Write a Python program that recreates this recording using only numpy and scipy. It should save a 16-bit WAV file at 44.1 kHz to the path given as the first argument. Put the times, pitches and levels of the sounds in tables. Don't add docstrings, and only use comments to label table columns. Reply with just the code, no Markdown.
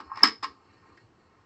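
import sys
import numpy as np
from scipy import signal
from scipy.fft import rfft, irfft
from scipy.io import wavfile
from scipy.ndimage import uniform_filter1d

SR = 44100
rng = np.random.default_rng(int(sys.argv[2]) if len(sys.argv) > 2 else 0)


def inscribe(sig):
    pcm = np.round(np.clip(np.atleast_2d(sig).T, -1, 1) * 32767)
    wavfile.write(sys.argv[1], SR, pcm.astype(np.int16))


def field_ratio(decibels):
    return 10 ** (np.asarray(decibels, dtype=float) / 20)


N = 63945

# freq_hz, rel_level_db, t60_s
BODY_MODES = [(760, -21, 0.013), (900, 0.5, 0.021), (1065.6, -5.5, 0.063), (1150, -0.5, 0.029),
              (1300, -7, .04), (1481, -8, 0.024), (1627, -5.5, .05), (1826, -1.5, 0.051),
              (1872.6, 0, 0.036), (2164.5, -4.5, 0.039), (2384, -8, .04), (2700, -5.5, 0.025)]
# freq_hz, rel_level_db, t60_s
HANDLE_MODES = [(4850, -23, 0.018), (5014, -9, 0.016), (5129, 0, 0.014), (5259, -7.5, 0.011),
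                (5280, -30.5, 0.014)]
# freq_hz, rel_level_db, t60_s
BENCH_MODES = [(220.6, -4.5, 0.17), (272.6, -9.5, 0.22), (309.75, 0.5, 0.15), (382.8, -4.5, .12),
               (450, 2, 0.055)]
MODE_SCATTER_DB = 1.17


def unit(x):
    return x / np.sqrt(np.mean(x ** 2))


def unit_energy(x):
    return x / np.sqrt(np.sum(x ** 2))


def band(x, lo_hz, hi_hz):
    return signal.sosfilt(signal.butter(2, [lo_hz, hi_hz], "band", fs=SR, output="sos"), x)


def walk(rate_hz):
    hold = int(SR / rate_hz)
    steps = np.repeat(rng.standard_normal(N // hold + 1), hold)
    return 0.43 * uniform_filter1d(uniform_filter1d(steps, hold), hold)[:N]


def ring(modes, extra_db, rise_ms):
    t = np.arange(int(SR / 4)) / SR
    hz, db, t60_s = np.array(modes, float).T[:, :, None]
    sign = (-1) ** np.arange(len(modes))[:, None]
    level = sign * field_ratio(db + extra_db[:, None])
    tones = level * np.sin(2 * np.pi * hz * t) * 1000 ** (-t / t60_s)
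    swell = 1 - np.exp(-(t * 1000 / max(rise_ms, 0.05)) ** 2)
    return tones.sum(axis=0) * swell


def add_at(out, start_s, sound):
    start = int(start_s * SR)
    out[start:start + len(sound)] += sound


def hush():
    # freq_hz, rel_level_db_per_hz
    air_spectrum = [(12, -48), (20, -18), (82, -5), (163, -11.5), (180, -28), (333, -2.5), (441, -7.5),
                    (476, -5), (555, -17), (631, -2.5), (794, -15.5), (1230, -9.5), (2150, -24.5),
                    (2380, -21), (3870, -27.5), (7530, -32.5), (9000, -52), (11700, -91), (19800, -120)]
    air_db, rumble_db, rumble_hz = -66, -68, 90.1
    table_hz, table_db = np.transpose(air_spectrum)
    air = 0
    for hz in 28 * 2 ** np.arange(0, 8.4, 1 / 3):
        density_db = np.interp(np.log(hz), np.log(table_hz), table_db)
        db = density_db + 10 * np.log10(hz) + 2.0 * walk(13)
        air = air + field_ratio(db) * unit(band(rng.standard_normal(N), hz * 0.89, hz * 1.145))
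    rumble = unit(band(rng.standard_normal(N), rumble_hz * 0.82, rumble_hz * 3.6))
    return field_ratio(air_db) * unit(air) + field_ratio(rumble_db + 2.7 * walk(14.37)) * rumble


def thumps():
    # start_s, level_db, pitch_hz
    bumps = [(0.06, -53, 76.5), (0.143, -54.5, 112), (0.279, -57, 64.6), (0.391, -60.5, 114.7),
             (0.489, -64, 73.6), (0.559, -64, 111), (0.689, -56, 96.9), (0.747, -59.5, 110.2),
             (0.809, -60.5, 93.7), (0.904, -58.5, 89.6), (1.031, -53, 113), (1.18, -73, 61.9),
             (1.251, -63, 82.2), (1.387, -60.5, 102.2)]
    width_s = 0.018
    t = np.arange(N) / SR
    out = np.zeros(N)
    for s, db, hz in bumps:
        bell = np.exp(-((t - s) / width_s - 1) ** 2)
        out += field_ratio(db) * bell * np.sin(2 * np.pi * hz * (t - s))
    return out


def rub():
    # time_s, bench_db, low_body_db, high_body_db, handle_db, screw_db
    rub_levels = [(0.0, -52, -45.5, -77, -78, -87), (0.05, -54, -59, -70, -74.5, -69.5),
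                  (0.1, -78, -56, -65.5, -76.5, -83.5), (0.14, -73, -49.5, -62, -63, -71),
                  (0.18, -58, -42.5, -48.5, -50.5, -84), (0.2, -62.5, -53.5, -60, -76, -66),
                  (0.23, -37, -41, -48.5, -60, -73), (0.33, -54.5, -76, -82.5, -59, -68.5),
                  (0.4, -73, -90.5, -81, -73.5, -83.5), (0.46, -55, -72, -74, -89, -67),
                  (0.54, -70.5, -66, -77, -97, -78), (0.62, -71.5, -64, -77, -83.5, -76),
                  (0.72, -66.5, -69, -67.5, -84, -71.5), (0.8, -72.5, -67.5, -72.5, -80.5, -77.5),
                  (0.88, -63, -63, -67, -89, -70.5), (0.95, -67, -66.5, -72.5, -84, -75.5),
                  (1.02, -72, -72, -75.5, -86, -71.5), (1.1, -71, -78, -82.5, -91.5, -92),
                  (1.2, -69, -72.5, -77.5, -90, -79), (1.45, -76.5, -69.5, -78, -89.5, -85)]
    # freq_hz, rel_level_db, t60_s
    screw_modes = [(2620, -4.5, 0.035), (2928, -6, 0.022), (4000, -4.5, .04), (4330, -3, .07),
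                   (4580, -4.5, .05), (5700, -10.5, .03), (6600, -11, 0.021), (7280, -8, 0.026)]
    ticks_per_s, tick_spread_db, body_split_hz, rise_ms = 1200, 2, 1520, 0.56
    low_body = [m for m in BODY_MODES if m[0] < body_split_hz]
    high_body = [m for m in BODY_MODES if m[0] > body_split_hz]
    parts = (BENCH_MODES, low_body, high_body, HANDLE_MODES, screw_modes)
    time_s, *part_levels_db = np.transpose(rub_levels)
    t = np.arange(N) / SR
    out = np.zeros(N)
    for modes, level_db in zip(parts, part_levels_db):
        happens = rng.random(N) < ticks_per_s / SR
        size = field_ratio(tick_spread_db * rng.standard_normal(N))
        ticks = unit(happens * size * rng.choice([-1, 1], N))
        ticks = ticks * field_ratio(np.interp(t, time_s, level_db) + 2.5 * walk(29))
        tone = unit_energy(ring(modes, np.zeros(len(modes)), rise_ms))
        out += signal.fftconvolve(ticks, tone)[:N]
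    return out


def jolts():
    # start_s, chatter_db, length_s (before the fade), bench_db
    blows = [(0.0, -46.5, 0.004, -49), (0.155, -50.5, .004, -65.5), (0.17, -47.5, .005, -57),
             (0.188, -49.5, .008, -60), (0.209, -54, .008, -63), (0.219, -50, .004, -62),
             (0.231, -36, .004, -49), (0.2328, -20, 0.0094, -25.5), (0.245, -34.5, 0.043, -38),
             (0.4257, -36, 0.021, -46), (0.971, -58, .002, -63)]
    # freq_hz, rel_level_db_per_hz
    chatter_spectrum = [(700, -5), (900, -3), (1200, 3.5), (1450, -0.5), (2200, 3), (2600, -8),
                        (3500, -5.5), (4300, -4), (4800, -2.5), (5500, -7), (6000, -15.5), (6400, -18.5),
                        (7000, -18), (7800, -19), (8500, -31.5)]
    chatter_rise_s, chatter_fade_s, bench_rise_ms = 0.0037, 0.0092, 4.4
    t = np.arange(N) / SR
    hz = np.arange(N // 2 + 1) * SR / N + 1
    table_hz, table_db = np.transpose(chatter_spectrum)
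    colour = field_ratio(np.interp(np.log(hz), np.log(table_hz), table_db, left=-60))
    grains = rng.standard_normal(N) * field_ratio(4.5 * rng.standard_normal(N))
    chatter = unit(irfft(rfft(grains) * colour, N))
    out = np.zeros(N + SR)
    for s, chatter_db, length_s, bench_db in blows:
        rise = np.clip((t - s) / chatter_rise_s, 0, 1)
        fade = np.exp(-np.clip(t - s - length_s, 0, 1) / chatter_fade_s)
        out[:N] += chatter * field_ratio(chatter_db) * rise * fade
        scatter_db = MODE_SCATTER_DB * rng.standard_normal(len(BENCH_MODES))
        add_at(out, s, ring(BENCH_MODES, bench_db + scatter_db, bench_rise_ms))
    return out[:N]


def knocks():
    # start_s, body_db, favoured_hz, handle_db, rise_ms
    contacts = [(0.001, -31.5, 1114, -48.5, 0.333), (0.008, -39.5, 994, -53.5, 0.33),
                (0.075, -42.5, 1110, -64, 3.1), (0.096, -30.5, 1186, -80.5, 6),
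                (0.1145, -18.5, 900, -64, 3.5), (0.133, -32.5, 1160, -59, 3.8),
                (0.158, -34.5, 1096, -36.5, 0.333), (0.172, -29.5, 1062, -35, 0.69),
                (0.188, -38.5, 1800, -39, 0.66), (0.205, -34, 1710, -49.5, 1.5),
                (0.221, -61, 1800, -49, 0.73), (0.2290, -20, 1100, -20.5, 0.4),
                (0.232, -11, 1050, 9.5, 1.1), (0.2382, -13, 1300, -17.5, 0.65), (0.241, -23, 1300, -20, .8),
                (0.248, -24, 1449, -23, 0.87), (0.253, -36, 1200, -21.5, 1), (0.255, -29.5, 1200, -12, 1.1),
                (0.265, -28.5, 1500, -21, 1), (0.271, -30, 1200, -26, 1.6),
                (0.424, -42.5, 1094, -64.5, 1.9), (0.4292, -23.5, 1085, -20.5, 1.94),
                (0.435, -29, 1010, -27.5, 1.45), (0.4415, -40, 1887, -21, 0.568),
                (0.4424, -22, 1150, -43.5, 1.2), (0.449, -35, 1600, -32.5, 0.73),
                (0.974, -48, 1700, -69, .6), (0.989, -61, 1605, -79, 3)]
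    favour_db_per_oct2 = -40
    body_hz = np.array(BODY_MODES)[:, 0]
    out = np.zeros(N + SR)
    for s, body_db, favoured_hz, handle_db, rise_ms in contacts:
        favour_db = favour_db_per_oct2 * np.log2(body_hz / favoured_hz) ** 2
        body_scatter_db = MODE_SCATTER_DB * rng.standard_normal(len(BODY_MODES))
        handle_scatter_db = MODE_SCATTER_DB * rng.standard_normal(len(HANDLE_MODES))
        add_at(out, s, ring(BODY_MODES, body_db + favour_db + body_scatter_db, rise_ms))
        add_at(out, s, ring(HANDLE_MODES, handle_db + handle_scatter_db, rise_ms))
    return out[:N]


def room(x):
    # centre_hz, t60_s, rel_level_db
    echo_bands = [(324, 0.15, -16), (600, 0.47, -31.5), (1200, 0.18, -16.5), (2400, 0.18, -12),
                  (4930, 0.22, -12.5), (8250, 0.12, -14)]
    gap_s = 0.004
    t = np.arange(int(SR * 0.6)) / SR
    onset = np.clip(t / gap_s - 1, 0, 1)
    tail = 0
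    for hz, t60_s, db in echo_bands:
        noise = unit(band(rng.standard_normal(len(t)), hz * 0.64, hz * 1.4))
        tail = tail + field_ratio(db) * unit_energy(noise * 1000 ** (-t / t60_s) * onset) / 2
    return x + signal.fftconvolve(x, tail)[:N]


def scene():
    vise = knocks() + jolts() + rub()
    return (room(vise) + thumps() + hush())[None]


def band_limit(x):
    return signal.sosfilt(signal.butter(12, 16270, fs=SR, output="sos"), x)


def record(dry):
    top_hz, ceiling = 8135, 0.95
    low_pass = signal.ellip(8, 0.5, 70, top_hz, fs=SR, output="sos")
    heard = signal.sosfilt(low_pass, dry)
    return band_limit(np.clip(heard, -ceiling, ceiling))


dry = scene()
out = record(dry)
inscribe(out)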